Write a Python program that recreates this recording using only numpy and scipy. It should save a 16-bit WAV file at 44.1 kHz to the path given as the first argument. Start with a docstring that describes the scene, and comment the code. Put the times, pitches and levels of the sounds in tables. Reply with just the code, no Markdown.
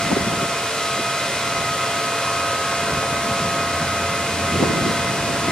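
"""An open yard, with a crane truck paying out its hook on the far side from a camera microphone.
A diesel at fast idle drives a whining hydraulic pump and a winch gear; oil rushes through the valves.
Other machines drone further off, and over the distance moving air makes the tones fade and return.
Close up, gusts buffet the microphone's two ports, and the microphone adds a thin, wide hiss."""
import sys
import numpy as np
from scipy.fft import rfft, irfft, next_fast_len
from scipy.io import wavfile
from scipy.ndimage import map_coordinates

SR = 44100
rng = np.random.default_rng(int(sys.argv[2]) if len(sys.argv) > 2 else 0)


def transcribe(u):
    """Save the signal u as a 16-bit wav file named by the first command-line argument.

    u: samples, shape (n,) or (channels, n), limited to [-1, 1]; the rate is SR.
    q: integer samples, one column per channel.
    """
    v = np.clip(np.atleast_2d(u).T, -1, 1)
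    q = np.round(v * 32767).astype(np.int16)
    wavfile.write(sys.argv[1], SR, q)


N = 243255

# Pump piston rate as the governor hunts slightly: t/s, f/Hz
PISTON_RATE = [(0.0, 97.63), (0.64, 97.83), (0.88, 97.42), (1.06, 97.55), (1.36, 98.08), (1.66, 97.38),
               (1.85, 97.62), (2.2, 97.78), (2.32, 97.62), (2.88, 97.82), (3.64, 97.63), (3.76, 97.72),
               (4.08, 97.56), (4.32, 97.83), (4.84, 97.6), (5.28, 97.87), (5.51, 97.68)]
# The pump's two whines as the wind carries them over: t/s, main level/dB, upper level/dB
WHINE_LEVELS = [(0, -34.5, -38.5), (0.4, -31.5, -38.5), (0.65, -33, -38.5), (0.85, -30, -39),
                (1.15, -29.8, -38), (1.6, -30.3, -37), (1.8, -27.6, -38.5), (2.1, -29.3, -39.5),
                (2.6, -28.3, -40), (3.1, -30.3, -41), (3.65, -28.8, -39.5), (4.1, -31.3, -38),
                (4.7, -33, -36.8), (5.1, -33.3, -35), (5.52, -31.5, -35.5)]
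# The upper whine arrives rough, then clears: t/s, scattered/direct ratio
UPPER_SCATTER = [(0, 0.7), (2, 0.9), (4.3, 0.6), (4.55, 0.32), (5.52, 0.32)]
# The pump's low hum: t/s, level/dB
HUM_LEVEL = [(0, -30.5), (1.2, -32.5), (2.6, -31.5), (3.4, -30.3), (4.4, -32), (5.52, -30.5)]
# Weaker pump tones: multiple of the piston rate, level/dB
WEAK_PUMP_TONES = [(6, -48), (14, -40), (20, -50), (22, -53), (23, -49.5), (26, -50), (28, -54), (30, -53),
                   (34, -56), (35, -53), (40, -55), (41, -50), (42, -53)]
# Fades as paths through the air cancel: t/s, half length/s, depth/dB for main, upper, hum, gear
PATH_FADES = [(0.2, 0.06, 7, 0, 3, 3), (0.59, 0.04, 6, 0, 2, 0), (0.72, 0.03, 13, 9, 6, 0),
              (0.86, 0.04, 0, 2, 0, 7), (1.35, 0.09, 9, 2, 4, 0), (1.9, 0.03, 3.5, 0, 0, 0),
              (2.04, 0.05, 1, 8, 0, 0), (2.2, 0.05, 3, 2, 0, 0), (2.58, 0.06, 0, 8, 0, 6),
              (2.88, 0.06, 7, 2, 0, 0), (3.25, 0.05, 1, 8, 0, 0), (3.56, 0.05, 0, 7, 0, 0),
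              (3.83, 0.04, 3, 0, 0, 0), (4.27, 0.04, 12, 4, 1, 1), (4.385, 0.035, 14, 6, 0, 1),
              (5.28, 0.1, 9, 10, 0, 0)]
# The winch gear's mesh tone: t/s, level/dB
GEAR_LEVEL = [(0, -39), (1.3, -36.5), (2.3, -37), (3.1, -37.5), (5.52, -38)]
# Diesel tones: multiple of the firing rate, level/dB
DIESEL_TONES = [(7, -42), (8, -50), (13, -42), (14, -40.3), (15, -51), (19, -50), (20, -44.5), (21, -49),
                (22, -54), (24, -49.5), (27, -50.5), (28, -53)]
# How well the air carries the diesel's upper tones across the yard: t/s, gain/dB
AIR_CARRY = [(0, -1), (1.3, -2), (2, 2), (2.7, 5), (3.3, 4), (4.2, 2.5), (5.52, 2)]
# Deep drone from a machine further off: t/s, level/dB
BOOM_LEVEL = [(0, -50), (0.8, -58), (2.1, -57), (2.35, -42), (3.55, -45), (3.7, -34.5), (4.2, -38),
              (4.55, -32.5), (4.9, -42), (5.52, -39)]
# Fan and combustion noise: f/Hz, relative level/dB
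ROAR_SPECTRUM = [(25, -38), (50, -31), (85, -0.5), (150, -0.5), (300, -1.5), (550, 2), (830, -2),
                 (1400, -3.5), (2000, -5), (2800, -15), (5000, -34), (9000, -60)]
# Oil hiss in the valves: f/Hz, relative level/dB
OIL_SPECTRUM = [(500, -43), (1500, -9.5), (2800, 2), (4000, 0.5), (5000, -1), (6500, -4), (9000, -7),
                (10000, -10), (10800, -19), (14000, -26.5), (15500, -47)]
# Oil hiss easing as the hook runs down: t/s, level/dB
OIL_LEVEL = [(0, -30), (1.4, -29.5), (3, -30.5), (3.7, -31), (4.9, -30), (5.52, -31.5)]
# Peaks and dips from the truck's panels and housings: f/Hz, width/Hz, lift/dB
PANEL_RESONANCES = [(512, 24, -3.5), (603, 260, 0.5), (1033, 320, 3.5), (1206, 34, -5), (1270, 65, 4),
                    (1380, 78, 4.5), (1522, 43, 6), (1680, 120, -2), (2020, 660, 3.5), (2110, 22, 2.5),
                    (2200, 36, 0), (2260, 22, -3), (2290, 130, 0.5), (2585, 110, 4), (2560, 40, -2),
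                    (2950, 110, 1), (3380, 150, 1.5), (3910, 250, 1)]
# Machines further off in the yard: f/Hz, level/dB
DRONE_TONES = [(113, -50), (131.5, -46), (142, -48.5), (198, -50), (285, -49), (445, -42.5), (452, -50),
               (551, -45), (575, -49.5), (664, -46), (1242, -47), (1638, -48), (2083, -49.5)]
# Breeze at the microphone, freshening halfway through: t/s, strength/dB
BREEZE = [(0, -50), (0.7, -51), (1.6, -34.5), (1.9, -50), (2.3, -53), (2.7, -43), (3.05, -44),
          (3.25, -38.5), (4.2, -32.5), (4.5, -29), (5.1, -29), (5.52, -29.5)]
# Gusts at the microphone: crest t/s, hold/s, strength/dB
GUSTS = [(0.05, 0.4, -27.3), (1.3, 0.054, -36), (1.574, .07, -38), (2.84, .13, -31.5), (3.13, 0.19, -33),
         (3.39, .24, -32.5), (3.8, 0.033, -36), (4.59, 0.32, -28), (5.29, 0.04, -31), (5.48, .03, -32)]
# Large eddies on a port: f/Hz, relative level/dB
RUMBLE_SPECTRUM = [(25, -32), (45, -14), (65, -9), (90, -4.5), (130, 0), (180, -0.5), (260, -15),
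                   (450, -16), (2000, -84)]
# Small, fast eddies on a port: f/Hz, relative level/dB
FLUTTER_SPECTRUM = [(60, -32), (130, -13), (210, 6), (310, 1), (460, -4), (800, -18.5), (2000, -14),
                    (6000, -75)]
# Single eddies that slap a port: t/s, level/dB, length/s, upper edge/Hz
SLAPS = [(0.119, -17, 0.0035, 820), (0.124, -16, 0.008, 340), (0.17, -17, 0.0055, 430),
         (0.215, -24.5, 0.012, 240), (0.28, -23.5, 0.016, 290), (0.335, -26, 0.009, 380),
         (0.425, -25, 0.012, 310), (1.0, -27, 0.011, 330), (1.58, -33, 0.016, 190), (1.71, -34, 0.016, 150),
         (2.89, -30, 0.015, 380), (2.94, -28, 0.011, 160), (2.985, -30, 0.011, 160),
         (3.132, -26.5, 0.008, 240), (3.293, -28, 0.007, 260), (3.32, -26, 0.007, 230),
         (3.42, -27.5, 0.011, 170), (3.462, -28.5, 0.008, 190), (3.62, -29, 0.012, 330),
         (3.82, -24, 0.008, 180), (4.527, -26, 0.008, 280), (4.558, -23, 0.008, 330),
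         (4.605, -20.5, 0.011, 340), (4.631, -14, 0.006, 350), (4.639, -14.5, 0.0016, 750),
         (4.658, -22, 0.004, 450), (4.708, -19.5, 0.006, 370), (4.78, -20.5, 0.007, 320),
         (4.825, -25, 0.008, 260), (4.868, -21, 0.011, 300), (4.91, -26, 0.008, 280),
         (5.11, -27.5, 0.013, 260), (5.3, -26, 0.012, 400), (5.49, -27, 0.01, 280)]
# Stereo width of the buffeting at its widest: f/Hz, side against mid/dB
WIND_WIDTH = [(40, -29), (90, -28), (150, -16.5), (260, -7.5), (500, -4), (2000, -2)]
# The truck's small lead at the left port, as the camera widens it: f/Hz, side against mid/dB
TRUCK_WIDTH = [(500, -40), (1900, -32), (2600, -18), (4000, -12), (6000, -5.5), (9000, -4), (14000, -4)]
# The microphone's own hiss: f/Hz, relative level/dB
MIC_HISS_SPECTRUM = [(300, -68), (1200, -61), (1900, -7), (2500, 4), (6000, 4), (10000, 3.5), (13500, 2),
                     (14500, -3), (15600, -14)]

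MAIN_ORDER, UPPER_ORDER, HUM_ORDER = 13, 21, 7  # multiples of the piston rate
FIRINGS_PER_PISTON, TEETH_PER_PISTON = 77.28 / 97.68, 2484 / 97.68
GUST_RISE_S, GUST_FALL_S, GUST_SAG_DB_PER_S = 0.035, 0.045, 6
FLUTTER_GROWTH, FLUTTER_FROM_DB = 1.22, -27  # flutter gains on the rumble as the wind rises


def hydraulic_pump(strokes):
    """Pressure ripple from the pistons: two whines, a low hum and a set of weaker tones."""
    main_db, upper_db = curves(WHINE_LEVELS)
    hum_db, = curves(HUM_LEVEL)
    upper_scatter, = curves(UPPER_SCATTER)
    main_fade_db, upper_fade_db, hum_fade_db, _ = path_fades()
    main = amp(main_db - main_fade_db) * tone(MAIN_ORDER * strokes, scatter=0.04, rate=8)
    upper = amp(upper_db - upper_fade_db) * tone(UPPER_ORDER * strokes, scatter=upper_scatter, rate=28)
    hum = amp(hum_db - hum_fade_db) * tone(HUM_ORDER * strokes, scatter=0.11, rate=12)
    weak = sum(amp(db) * tone(order * strokes, scatter=0.53, rate=6) for order, db in WEAK_PUMP_TONES)
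    return main + upper + hum + weak


def winch_gear(strokes):
    """Meshing teeth sing a tone and its octave; the winch runs a little unevenly."""
    level_db, = curves(GEAR_LEVEL)
    *_, fade_db = path_fades()
    mesh_cycles = TEETH_PER_PISTON * strokes + 0.13 * wobble(7)
    mesh = amp(level_db - fade_db) * tone(mesh_cycles, scatter=0.3, rate=30)
    octave = amp(-52) * tone(2 * mesh_cycles, scatter=0.32, rate=5.4)
    return mesh + octave


def diesel(firings, carry_db):
    """Harmonics of the firing rate; moving air bends the higher orders more than the low ones."""
    return sum(amp(db + carry_db * min(order / 20, 1)) * tone(order * firings, scatter=0.4, rate=14)
               for order, db in DIESEL_TONES)


def deep_drone(hz=88):
    """A deep note from a machine further off, swelling in the second half."""
    level_db, = curves(BOOM_LEVEL)
    return amp(level_db) * tone(hz * np.arange(N) / SR, scatter=0.4, rate=20)


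def engine_roar(firings, carry_db):
    """Fan and combustion noise, pulsing with the firings and coloured by the panels."""
    level_db = -28.5 + 0.079 * carry_db + 0.067 * wobble(14)
    pulse = 1 + 0.11 * np.cos(2 * np.pi * firings)
    return amp(level_db) * pulse * noise(ROAR_SPECTRUM, panel_lift)


def oil_rush(strokes):
    """Oil hisses through the valves, rippling with each piston."""
    level_db = curves(OIL_LEVEL)[0] + 0.44 * wobble(7)
    ripple = 1 + 0.024 * np.cos(2 * np.pi * strokes)
    return amp(level_db) * ripple * noise(OIL_SPECTRUM, panel_lift)


def panel_lift(hz):
    """The lift in dB that the truck's resonances give to its noise."""
    return sum(db / (1 + (2 * (hz - centre) / width) ** 2) for centre, width, db in PANEL_RESONANCES)


def distant_machines(carry_db):
    """Steady-pitched drones from further off, a little louder when the air carries well."""
    t = np.arange(N) / SR
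    drone = sum(amp(db) * tone(hz * t, scatter=0.35, rate=15) for hz, db in DRONE_TONES)
    return amp(0.34 * carry_db) * drone


def wind_on_microphone():
    """Wind buffeting, centred in the bass and wider higher up; the image narrows when it is quiet."""
    strength_db = wind_strength()
    spread = amp(strength_db - strength_db.max())
    side = spread * filtered(buffeting(strength_db), lambda hz: amp(along(WIND_WIDTH, hz)))
    return buffeting(strength_db) + np.outer([1, -1], side)


def wind_strength():
    """The breeze plus its gusts, in dB: each gust rises, sags while it holds, and falls away."""
    t = np.arange(N) / SR
    power = amp(curves(BREEZE)[0]) ** 2
    for crest, hold, db in GUSTS:
        rise = np.exp(-np.maximum(crest - t, 0) / GUST_RISE_S)
        fall = np.exp(-np.maximum(t - crest - hold, 0) / GUST_FALL_S)
        sag_db = GUST_SAG_DB_PER_S * np.clip(t - crest, 0, hold)
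        power += (rise * fall * amp(db - sag_db)) ** 2
    return 10 * np.log10(power)


def buffeting(strength_db):
    """Big eddies rumble on a port, small ones flutter more as the wind rises, single ones slap it."""
    flutter_db = FLUTTER_FROM_DB + FLUTTER_GROWTH * (strength_db - FLUTTER_FROM_DB)
    churn_db = -0.5 * wobble(24.05)
    rumble = amp(churn_db - 3.5) * eddy_gain(strength_db) * noise(RUMBLE_SPECTRUM)
    flutter = amp(churn_db - 3) * eddy_gain(flutter_db) * noise(FLUTTER_SPECTRUM)
    slaps = sum(amp(db) * slap(at, length, edge_hz) for at, db, length, edge_hz in SLAPS)
    return rumble + flutter + slaps


def eddy_gain(strength_db, still_air_db=-54.5):
    """Gain for a wind strength: weak air slides past the port almost without a sound."""
    return amp(strength_db) / (1 + amp(still_air_db - strength_db) ** 2)


def slap(at, length, edge_hz):
    """One eddy crossing the port: a brief burst of low noise, about rms 1 at its crest."""
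    t = np.arange(-SR // 10, SR // 10) / SR
    swell = np.exp(-0.5 * (t / length) ** 2)
    hz = np.fft.rfftfreq(len(t), 1 / SR)
    # The microphone sheds deep bass; the eddy's size sets the upper edge.
    colour = hz ** 4 / (hz ** 4 + (edge_hz / 2.1) ** 4) / (1 + (hz / edge_hz) ** 4)
    burst = swell * irfft(rfft(rng.standard_normal(len(t))) * colour, len(t))
    burst *= np.sqrt(np.sum(swell ** 2) / np.sum(burst ** 2))
    return np.interp(np.arange(N) / SR, at + t, burst, left=0, right=0)


def microphone_hiss():
    """The microphone's own thin noise, in opposite phase left and right."""
    return np.outer([1, -1], amp(-32) * noise(MIC_HISS_SPECTRUM))


def path_fades():
    """Brief losses in dB as paths across the yard cancel: main whine, upper whine, hum, gear."""
    t = np.arange(N) / SR
    return sum(np.outer(depths, 1 / (1 + ((t - at) / half) ** 4)) for at, half, *depths in PATH_FADES)


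def tone(cycles, scatter, rate):
    """A distant sine of rms 1: a direct path plus a share scattered by moving air and parked trucks."""
    paths = (1 + scatter * (wobble(rate) + 1j * wobble(rate))) / np.sqrt(1 + 2 * scatter ** 2)
    return unit(np.real(paths * np.exp(2j * np.pi * (cycles + rng.random()))))


def noise(spectrum, lift=lambda hz: 0):
    """Noise of rms 1 with the given spectrum and an optional lift in dB."""
    return unit(filtered(rng.standard_normal(N), lambda hz: amp(along(spectrum, hz) + lift(hz))))


def wobble(rate):
    """A smooth random curve, rate knots a second."""
    return map_coordinates(rng.standard_normal(1024), [np.arange(N) * rate / SR], mode="mirror")


def filtered(x, response):
    """x through a frequency response."""
    size = next_fast_len(N + 8192)
    return irfft(rfft(x, size) * response(np.fft.rfftfreq(size, 1 / SR)), size)[..., :N]


def curves(rows):
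    """One value per sample for each column after the time."""
    times, *columns = np.transpose(rows)
    return [np.interp(np.arange(N) / SR, times, column) for column in columns]


def along(points, hz):
    """Points of f/Hz, value, read on a log frequency axis."""
    freqs, values = np.transpose(points)
    return np.interp(np.log(hz + 1), np.log(freqs + 1), values)


def amp(db):
    """Decibels to gain."""
    return 10 ** (np.asarray(db) / 20)


def unit(x):
    """Scale to rms 1."""
    return x / np.sqrt(np.mean(x ** 2) + 1e-20)


def scene():
    """The far machinery reaches the left port a moment early; wind and hiss spread to the sides."""
    strokes = np.cumsum(curves(PISTON_RATE)[0]) / SR
    firings = FIRINGS_PER_PISTON * strokes
    carry_db, = curves(AIR_CARRY)
    yard = hydraulic_pump(strokes) + winch_gear(strokes) + diesel(firings, carry_db)
    yard += distant_machines(carry_db)
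    yard += deep_drone() + engine_roar(firings, carry_db) + oil_rush(strokes)
    # The camera widens the difference of its closely spaced ports, so the lead shows in the treble.
    lead = filtered(yard, lambda hz: 1j * amp(along(TRUCK_WIDTH, hz)))
    stereo_yard = yard * amp([[-0.15], [0.15]]) + np.outer([1, -1], lead)
    return stereo_yard + microphone_hiss() + wind_on_microphone()


def record(dry, top_hz=15600):
    """The camera keeps nothing above its band limit."""
    return filtered(dry, lambda hz: hz < top_hz)


dry = scene()
out = record(dry)
transcribe(out)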